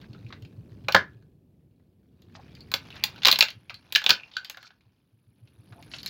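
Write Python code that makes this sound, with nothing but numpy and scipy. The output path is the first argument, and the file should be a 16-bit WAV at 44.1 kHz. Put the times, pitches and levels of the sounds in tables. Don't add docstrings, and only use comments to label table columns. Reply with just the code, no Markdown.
import sys
import numpy as np
from scipy import signal
from scipy.io import wavfile

SR = 44100
rng = np.random.default_rng(int(sys.argv[2]) if len(sys.argv) > 2 else 0)


def generate_wav(signal):
    frames = np.transpose(np.atleast_2d(signal))
    scaled = np.clip(frames, -1, 1) * 32767
    pcm = np.round(scaled).astype(np.int16)
    wavfile.write(sys.argv[1], SR, pcm)


N = 268569

SHARD_HZ = 4000


def amp(db):
    return 10 ** (np.asarray(db) / 20)


def evened(x):
    return x / np.sqrt(np.mean(x ** 2) + 1e-20)


def unit(x):
    return x / (np.linalg.norm(x) + 1e-20)


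def dying(t, t60):
    return np.exp(-np.log(1000) * t / np.maximum(t60, 1e-3))


def read(points, hz):
    f, value = np.transpose(points)
    return np.interp(np.log(hz + 1), np.log(f + 1), value)


def curve(rows):
    return amp(np.interp(np.arange(N) / SR, *np.transpose(rows)))


def add(mix, s, sound):
    part = mix[max(round(s * SR), 0):][:len(sound)]
    part += sound[:len(part)]


def band(x, lo_hz, hi_hz, order=3):
    edges = [lo_hz, min(hi_hz, SR / 2 - 1)]
    return signal.sosfilt(signal.butter(order, edges, "band", fs=SR, output="sos"), x)


def colour(x, points, size=4096):
    hz = abs(np.fft.fftfreq(size, 1 / SR))
    log_gain = np.log(amp(np.maximum(read(points, hz), -100)))
    taps = np.fft.ifft(np.exp(np.conj(signal.hilbert(log_gain)))).real
    return signal.oaconvolve(x, taps[:size // 2])[:len(x)]


def octaves(hz):
    return np.log2(SHARD_HZ / hz)


def blend(noise, note, note_db):
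    mixed = noise + amp(note_db) * np.linalg.norm(noise) * note
    return mixed / np.hypot(1, amp(note_db))


def burst(t, t60, rise, hold=0.00082):
    attack = 1 - np.exp(-t / rise)
    return rng.standard_normal(len(t)) * attack * dying(np.maximum(t - hold, 0), t60)


# (relative, per Hz)
PLASTIC_SPECTRUM = [(100, -19.5), (400, -13.5), (850, -4), (1250, -2.5), (1600, 4.5), (2000, 0.5),
                    (2800, 3.5), (4200, 5), (5300, -3.5), (7000, -14.5), (9000, -35), (11000, -28),
                    (15000, -18), (17000, -24)]


def plastic_burst(t, t60, rise):
    return colour(burst(t, t60, rise), PLASTIC_SPECTRUM)


def ring(t, hz, t60, spread, strike_db=3, strike_t60=.018, after_db=-35, linger=6.5, count=3):
    detune = 1 + spread * (np.linspace(-1, 1, count) + rng.uniform(-0.005, 0.14, count))
    start = rng.random() + 0.19 * rng.random((count, 1))
    cluster = np.sin(2 * np.pi * (hz * detune[:, None] * t + start))
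    first_swing = amp(strike_db) * dying(t, strike_t60)
    after_ring = amp(after_db) * dying(t, t60 * linger)
    fall = first_swing + dying(t, t60) + after_ring
    return unit(band(cluster.sum(0) * fall, hz / 1.2, hz * 1.2, order=2))


def modes(t, table):
    total = np.zeros(len(t))
    for hz, db, t60 in table:
        total += amp(db) * np.sin(2 * np.pi * (hz * t + rng.random())) * dying(t, t60)
    return unit(band(total, 500, 5200))


# t/s, level/dB (before the trim below)
RUMBLE_SWELL = [(0, -51), (0.95, -51.5), (1.4, -61.5), (1.98, -63.5), (2.45, -53), (3.25, -52),
                (3.65, -63.5), (4.05, -63.5), (4.65, -70), (5.18, -72), (5.85, -54.5), (6.09, -53)]
# (relative, per Hz)
RUMBLE_SPECTRUM = [(20, -28.5), (50, -5), (85, 2), (150, 1.5), (230, -3.5), (330, -7), (450, -13.5),
                   (650, -23), (1000, -35), (2000, -50)]


def rumble(trim_db=2):
    noise = evened(colour(rng.standard_normal(N), RUMBLE_SPECTRUM))
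    return amp(trim_db) * curve(RUMBLE_SWELL) * noise


# (relative, per Hz)
HISS_SPECTRUM = [(300, -6), (1000, -9), (3000, -5), (8000, -18), (11000, -10), (16000, -7.5)]


def hiss(rms_db=-85):
    return amp(rms_db) * evened(colour(rng.standard_normal(N), HISS_SPECTRUM))


# t/s, level/dB
CRICKET_LEVEL = [(0, -100), (2.2, -100.5), (2.8, -80), (3.8, -82), (4.9, -96.5), (5.9, -69.5),
                 (6.09, -70.5)]
# f/Hz, width/Hz, level/dB (relative)
WING_RESONANCES = [(10150, 770, -2), (12200, 600, -9)]


def cricket(cycles_per_s=19.5, back_stroke=.36, stroke_width=.09, blur=.35):
    cycle = np.arange(N) / SR * cycles_per_s
    strokes = np.zeros(N)
    for at in (0, back_stroke):
        offset = (cycle - at + .5) % 1 - .5
        strokes += np.exp(-(offset / stroke_width) ** 2)
    rasp = (blur + strokes) * rng.standard_normal(N)
    song = np.zeros(N)
    for hz, width, db in WING_RESONANCES:
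        song += amp(db) * evened(band(rasp, hz - width / 2, hz + width / 2, order=2))
    return curve(CRICKET_LEVEL) * evened(song)


# t/s (near the middle of the swell), level/dB (peak)
BUMP_EVENTS = [(0.09, -37), (0.248, -34.5), (0.422, -34.5), (0.579, -36.5), (0.716, -39.5), (0.843, -35.5),
               (1.16, -44.5), (3.56, -45), (3.731, -48.5), (4.864, -55), (5.131, -54.5), (5.275, -52),
               (5.427, -43.5), (5.587, -44), (5.716, -39)]


def bumps(hz=113.1, length=0.051, lead=0.014):
    out, t = np.zeros(N), np.arange(0, length, 1 / SR)
    for s, db in BUMP_EVENTS:
        swell = np.hanning(len(t)) * np.sin(2 * np.pi * (hz * t + rng.random()))
        add(out, s - lead, amp(db) * swell)
    return out


# delay t/s, level/dB
SINGLE_ECHOES = [(.0047, -22.5), (.0093, -24.5), (0.0108, -28.5), (0.0201, -25.5), (.0205, -30.5),
                 (0.03, -31)]
# f/Hz, t60/s
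WALL_DECAY = [(150, 0.06), (600, 0.098), (1600, 0.21), (4000, 0.13), (8000, 0.14), (15000, .11)]


def walls(x, near_db=-10, far_db=-34, far_t60=0.23, delay=0.0059):
    hz, times, z = signal.stft(rng.standard_normal(SR), SR, nperseg=256)
    fading = z * dying(times, read(WALL_DECAY, hz)[:, None])
    near = signal.istft(fading, SR, nperseg=256)[1][:SR]
    far_noise = rng.standard_normal(SR) * dying(np.arange(SR) / SR, far_t60)
    far = band(unit(far_noise), 460, 4500, order=2)
    response = np.zeros(SR)
    add(response, delay, amp(near_db) * unit(near) + amp(far_db) * far)
    for s, db in SINGLE_ECHOES:
        add(response, s, amp([db]))
    return signal.fftconvolve(x, response)[:N]


def aftermath(share_db, t60):
    power, t = np.zeros(N), np.arange(SR // 2) / SR
    for s, db, *_ in BREAKS:
        add(power, s, (amp(db + share_db) * dying(t, t60)) ** 2)
    return np.sqrt(power)


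# t/s, grinding level/dB
SOLE_PRESSURE = [(0, -65.5), (0.5, -76), (1.0, -69), (1.4, -94), (2.1, -88), (2.42, -66.5), (2.68, -69),
                 (2.98, -54.5), (3.17, -59), (3.42, -57.5), (3.62, -74.5), (3.9, -67), (4.15, -62),
                 (4.62, -70.5), (4.78, -80), (5.22, -86.5), (5.75, -69.5), (6.09, -61)]
# (relative, per Hz)
GRIT_SPECTRUM = [(900, -30.5), (1800, -9), (2500, 6), (4300, 4.5), (6500, -8), (8500, -25.5),
                 (10300, -20.5), (12500, -21.5), (15500, -18)]
# (relative, per Hz)
SCUFF_SPECTRUM = [(250, -15), (550, -0.5), (900, 3), (1700, -2), (2400, -13.5), (5000, -39)]
CRUMBLE_DB, CRUMBLE_T60_S = -50.5, 0.16
SINK_DB, SINK_T60_S = -62.5, 0.22


def grinding(slips_per_s=600, size_db=3.0, count=24):
    smooth, note, note_t60 = .25, .8, .06
    t, grains = np.arange(SR // 12) / SR, np.zeros(N)
    for hz in np.geomspace(2200, 6500, count):
        happens = rng.random(N) < slips_per_s / count / SR
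        slips = happens * amp(size_db * np.minimum(rng.exponential(1, N), 3))
        fragment = unit(burst(t, 0.0053, rise=0.00035)) + note * ring(t, hz, note_t60, spread=0.022)
        grains += signal.oaconvolve(slips, fragment)[:N]
    rub = evened(grains) + smooth * rng.standard_normal(N)
    pressure = curve(SOLE_PRESSURE)
    grit = pressure + aftermath(CRUMBLE_DB, CRUMBLE_T60_S)
    scuff = pressure + aftermath(SINK_DB, SINK_T60_S)
    return grit * evened(colour(rub, GRIT_SPECTRUM)) + scuff * evened(colour(rub, SCUFF_SPECTRUM))


# t/s, length/s, level/dB, pitch f/Hz
DRAG_STROKES = [(0.016, 0.037, -60, 1660), (0.274, 0.12, -62, 2030), (0.278, 0.02, -61, 4170),
                (2.343, 0.074, -54.5, 838), (2.34, 0.04, -59.5, 4800), (2.389, 0.29, -66.5, 2350),
                (2.884, 0.23, -56, 2400), (4.32, 0.084, -50.5, 3590), (4.448, 0.061, -57, 3180),
                (4.59, 0.11, -56.5, 4300), (5.713, 0.041, -60.5, 1215), (5.701, 0.14, -58.5, 697),
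                (5.891, 0.15, -57.5, 5370), (6.057, 0.03, -42.5, 5200)]
RASP_WIDTH, DRAG_NOTE_WIDTH, DRAG_NOTE_DB = 0.32, .07, -5


def drags(slips_per_s=160, uneven_db=5):
    out, t = np.zeros(N), np.arange(SR // 2) / SR
    for s, length, db, hz in DRAG_STROKES:
        stroke = signal.windows.tukey(int(np.clip(length, .01, .5) * SR), .6)
        hold = rng.standard_normal(SR // 100)
        grip = amp(uneven_db * np.interp(t * slips_per_s, np.arange(len(hold)), hold))
        slips = grip * rng.standard_normal(len(t))
        rasp, note = (band(slips, hz / (1 + width), hz * (1 + width))[:len(stroke)]
                      for width in (RASP_WIDTH, DRAG_NOTE_WIDTH))
        tone = evened(blend(rasp, unit(note), DRAG_NOTE_DB))
        add(out, s, amp(db) * stroke * tone)
    return out


STRAYS_PER_S, STRAY_DB, STRAY_SPREAD_DB = 12, 28.5, 2.5
STRAY_LOW_HZ, STRAY_HIGH_HZ, STRAY_FIZZ_DB, STRAY_NOTE_DB = 1500, 4400, -12, 3.5


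def strays(count=128):
    wait, size, strength = rng.random((count, 3)).T
    times = np.cumsum(-np.log(1 - wait)) / STRAYS_PER_S
    pressure_db = np.interp(times, *np.transpose(SOLE_PRESSURE))
    levels = pressure_db + STRAY_DB + STRAY_SPREAD_DB * (2 * strength - 1)
    pitches = STRAY_LOW_HZ * (STRAY_HIGH_HZ / STRAY_LOW_HZ) ** size
    return [(s, db, STRAY_FIZZ_DB, hz, STRAY_NOTE_DB) for s, db, hz in zip(times, levels, pitches)]


# t/s, energy level/dB, fizz level/dB re the click, note f/Hz, note level/dB re the click
LOOSE_TAPS = [(0.014, -29, -16, 3520, -3), (0.131, -28, -18, 4150, -3), (0.148, -33, -28, 1360, 8),
              (0.265, -29, -21, 2495, 9), (0.304, -29, -35, 1170, 6), (0.325, -19.5, -40, 1450, -19),
              (0.423, -31.5, -8, 2920, -3), (0.45, -28.5, -17, 2660, -2), (0.845, -36, -30, 3070, -13),
              (1.224, -45, -14, 1590, 1), (1.796, -56.5, -20, 1000, -4), (2.22, -36, -6, 3960, -6),
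              (2.351, -25, -34, 1307, -26), (2.551, -26, -12, 4640, 0), (2.607, -22, -17, 4420, 14),
              (2.904, -21, -21, 2840, 4), (2.926, -19.5, -31, 2720, 9), (2.964, -19, -35, 2630, -12),
              (3.161, -24.5, -27, 2940, -4), (3.18, -25, -24, 4230, -0.5), (3.2197, -14, -38, 3080, -16),
              (3.233, -4, -21, 4160, -24), (3.484, -7, -21, 3130, -4), (3.5034, -13.5, -11, 4560, -7),
              (3.696, -12.5, -40, 2502, 1), (3.7029, -20, -15.5, 1184, -8.5), (3.743, -15.5, -18, 4310, 5),
              (4.017, -13, -17, 1620, -4), (4.198, -17.5, -45, 2570, 22), (4.2345, -17, -37, 2600, 18),
              (4.3145, -26.5, -35, 3160, -10), (4.4465, -13, -13, 4670, -4), (4.498, -11.5, -2, 2720, -5),
              (4.5454, -24, -28, 1690, 1), (4.5714, -19, -13, 1507, -1.5), (4.6282, -26.5, -9, 1580, -6),
              (4.647, -30.5, -27, 1385, 17), (4.668, -28, -16, 2390, 2), (4.705, -31, -27, 1560, -1),
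              (4.808, -40.5, -17, 2420, -3), (5.474, -35.5, -21, 2650, -3),
              (5.724, -31.5, -16.5, 1209, -10), (5.8253, -26.5, -8.5, 2450, -10),
              (5.9152, -20.5, -29, 4260, -1.5), (5.9365, -10, -37, 2830, -5.5), (5.961, -22, -34, 2760, -4),
              (5.985, -15.5, -17.5, 4190, 4), (6.002, -22, -22, 4100, -9), (6.031, -16, -11, 4580, 3),
              (6.061, -4, -9, 4110, 7), (6.078, -14, -25, 4650, 2)]
# (relative, per Hz)
TICK_FIZZ_SPECTRUM = [(3000, -19), (5500, 4.5), (6800, 7.5), (9000, -15), (12000, 0.5), (16000, -2)]
KNOCK_DB, KNOCK_DB_PER_OCTAVE = -15.5, 11


def ticks(t60=0.053, note_t60=0.081, fizz_t60=0.0047, rise=0.0002):
    out, t = np.zeros(N), np.arange(SR // 6) / SR
    for s, db, fizz_db, hz, note_db in LOOSE_TAPS + strays():
        click = unit(band(plastic_burst(t, t60, rise), 1900, 6000, order=2))
        knock = unit(band(burst(t, t60, rise), 620, 2200))
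        fizz = unit(colour(burst(t, fizz_t60, rise), TICK_FIZZ_SPECTRUM))
        knock_db = KNOCK_DB + KNOCK_DB_PER_OCTAVE * octaves(hz)
        tap = blend(click + amp(knock_db) * knock, ring(t, hz, note_t60, spread=0.051), note_db)
        add(out, s, amp(db) * (tap + amp(fizz_db) * fizz))
    return out


# t/s, level/dB (before the trim below)
SOLE_SLAPS = [(0.945, -15.5), (3.281, -43.5), (4.102, -30.5)]
# f/Hz, level/dB (relative), t60/s
SOLE_MODES = [(106.45, -2, 0.053), (182.4, 3.5, 0.11)]


def slaps(trim_db=21, t60=0.2, note_db=-2):
    out, t = np.zeros(N), np.arange(SR // 4) / SR
    for s, db in SOLE_SLAPS:
        push = unit(band(burst(t, t60, rise=.002), 80, 700))
        notes = sum(amp(level) * np.sin(2 * np.pi * hz * t) * dying(t, decay)
                    for hz, level, decay in SOLE_MODES)
        slap = blend(push, unit(band(notes, 76, 700, order=2)), note_db)
        add(out, s, amp(db + trim_db) * slap)
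    return out


# t/s, energy level/dB of the shards, hollow body level/dB re the shards,
# fracture fizz level/dB re the shards, pitch f/Hz of the piece left ringing, its level/dB re the crack
BREAKS = [(0.8839, 2, -0.5, -21.5, 2450, -3), (0.922, -1.5, -18, -15, 3070, -4.5),
          (0.946, 7, 4.5, -17, 1590, -9.5), (0.9493, 9, -2, -21.5, 1646, 0),
          (0.963, 7, 0, -31.5, 1660, 7.5), (2.7161, -11.5, -4, -2.5, 4130, -3),
          (2.7389, 6.5, -10.5, -13, 4314, -3.5), (3.0379, 6.5, -18, -8, 4280, -3.5),
          (3.2491, 11.5, -11, -20.5, 4160, 4.5), (3.254, 14, -16.5, -20, 3930, -3.5),
          (3.266, 8.5, -13, -18, 4350, -4.5), (3.271, 8, -7.5, -8, 3860, -6),
          (3.283, 11.5, -6, -15, 3800, -3), (3.291, 1, -15.5, -23.5, 3220, -3.5),
          (3.302, -0.5, -19.5, -17.5, 4040, -3), (3.314, 12, -32.5, -7, 4010, 3),
          (3.3258, 9.5, -13, -11, 3810, -1.5), (3.358, 0, -20.5, -28.5, 3987, -3.5),
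          (3.388, 2, -7.5, -2, 4544, -6.5), (3.4075, 14, -18, -18.5, 4316, -2),
          (3.411, 10, -19.5, -26, 2482, 7), (3.424, 11.5, -14, -18, 2670, -4),
          (3.9234, -7, -16.5, -4, 4000, -6), (3.9503, 8, -32, -20.5, 3850, 2.5),
          (3.957, 12.5, -34, -17.5, 2960, 2), (3.959, 8, -23, -14.5, 1676, 0),
          (4.0404, -5, -11, -13, 3750, -5.5), (4.063, 8.5, -15, -23, 3670, -2.5),
          (4.092, 4.5, -10.5, -7, 2950, -10), (4.096, 8, -8, -20.5, 4360, -4.5),
          (4.1045, 15, -20.5, -20.5, 4320, -5.5), (4.1109, 3.5, -21, -31.5, 1500, 2.5),
          (4.367, -0.5, -31, -26, 1522, 1)]
RANGE_EDGES = [90, 1100, 2100, 8000, 17500]
# f/Hz, level/dB (relative), t60/s
SHELL_MODES = [(690, -7, .06), (863, -1.5, 0.096), (1042, 0, .07), (1275, -3, .07), (1520, 0, 0.12),
               (1643, 1.5, .1)]
# f/Hz, level/dB (relative), t60/s
PARTS_MODES = [(2137, -5, .06), (2470, -1, .07), (2710, -2.5, .07), (3050, -0.5, .06), (3440, -4.5, .07),
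               (3933, 0.5, .06), (4620, -4, .06)]
SHELL_DB, PARTS_DB = -3, -9
RING_T60_S, RING_T60_S_PER_OCTAVE = 0.03, 0.029
PANEL_DB, PANEL_PER_BODY_DB, PANEL_DB_PER_OCTAVE = -11.5, .5, 7.5


def cracks(t60=0.013, body_t60=0.042, fizz_t60=0.02, rise=0.0012):
    out, t = np.zeros(N), np.arange(SR // 2) / SR
    decays = [body_t60, t60, t60, fizz_t60]
    for s, db, body_db, fizz_db, hz, ring_db in BREAKS:
        size = octaves(hz)
        panel_db = PANEL_DB + PANEL_PER_BODY_DB * body_db + PANEL_DB_PER_OCTAVE * size
        gains = amp([body_db, panel_db, 0, fizz_db])
        snap = np.zeros(len(t))
        for gain, decay, lo, hi in zip(gains, decays, RANGE_EDGES, RANGE_EDGES[1:]):
            shake = plastic_burst(t[:SR // 20], decay, rise)
            add(snap, 0, gain * unit(band(shake, lo, hi, order=4)))
        snap += amp(body_db + SHELL_DB) * modes(t, SHELL_MODES)
        snap += amp(PARTS_DB) * modes(t, PARTS_MODES)
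        ring_t60 = RING_T60_S + RING_T60_S_PER_OCTAVE * size
        spread = np.interp(ring_t60, [.04, .07], [.045, .02])
        add(out, s, amp(db) * blend(snap, ring(t, hz, ring_t60, spread), ring_db))
    return out


def scene():
    background = rumble() + hiss() + cricket() + bumps()
    rubbing = grinding() + drags()
    blows = ticks() + slaps() + cracks()
    return (background + rubbing + blows + walls(blows))[None]


def record(dry, edge_hz=16150):
    low_cut = signal.butter(2, 48, "high", fs=SR, output="sos")
    heard = signal.sosfilt(low_cut, dry)
    rounded = heard / (1 + (heard / .95) ** 6) ** (1 / 6)
    band_limit = signal.firwin(255, edge_hz, window=("kaiser", 8), fs=SR)
    return signal.oaconvolve(rounded, band_limit[None], "same")


dry = scene()
out = record(dry)
generate_wav(out)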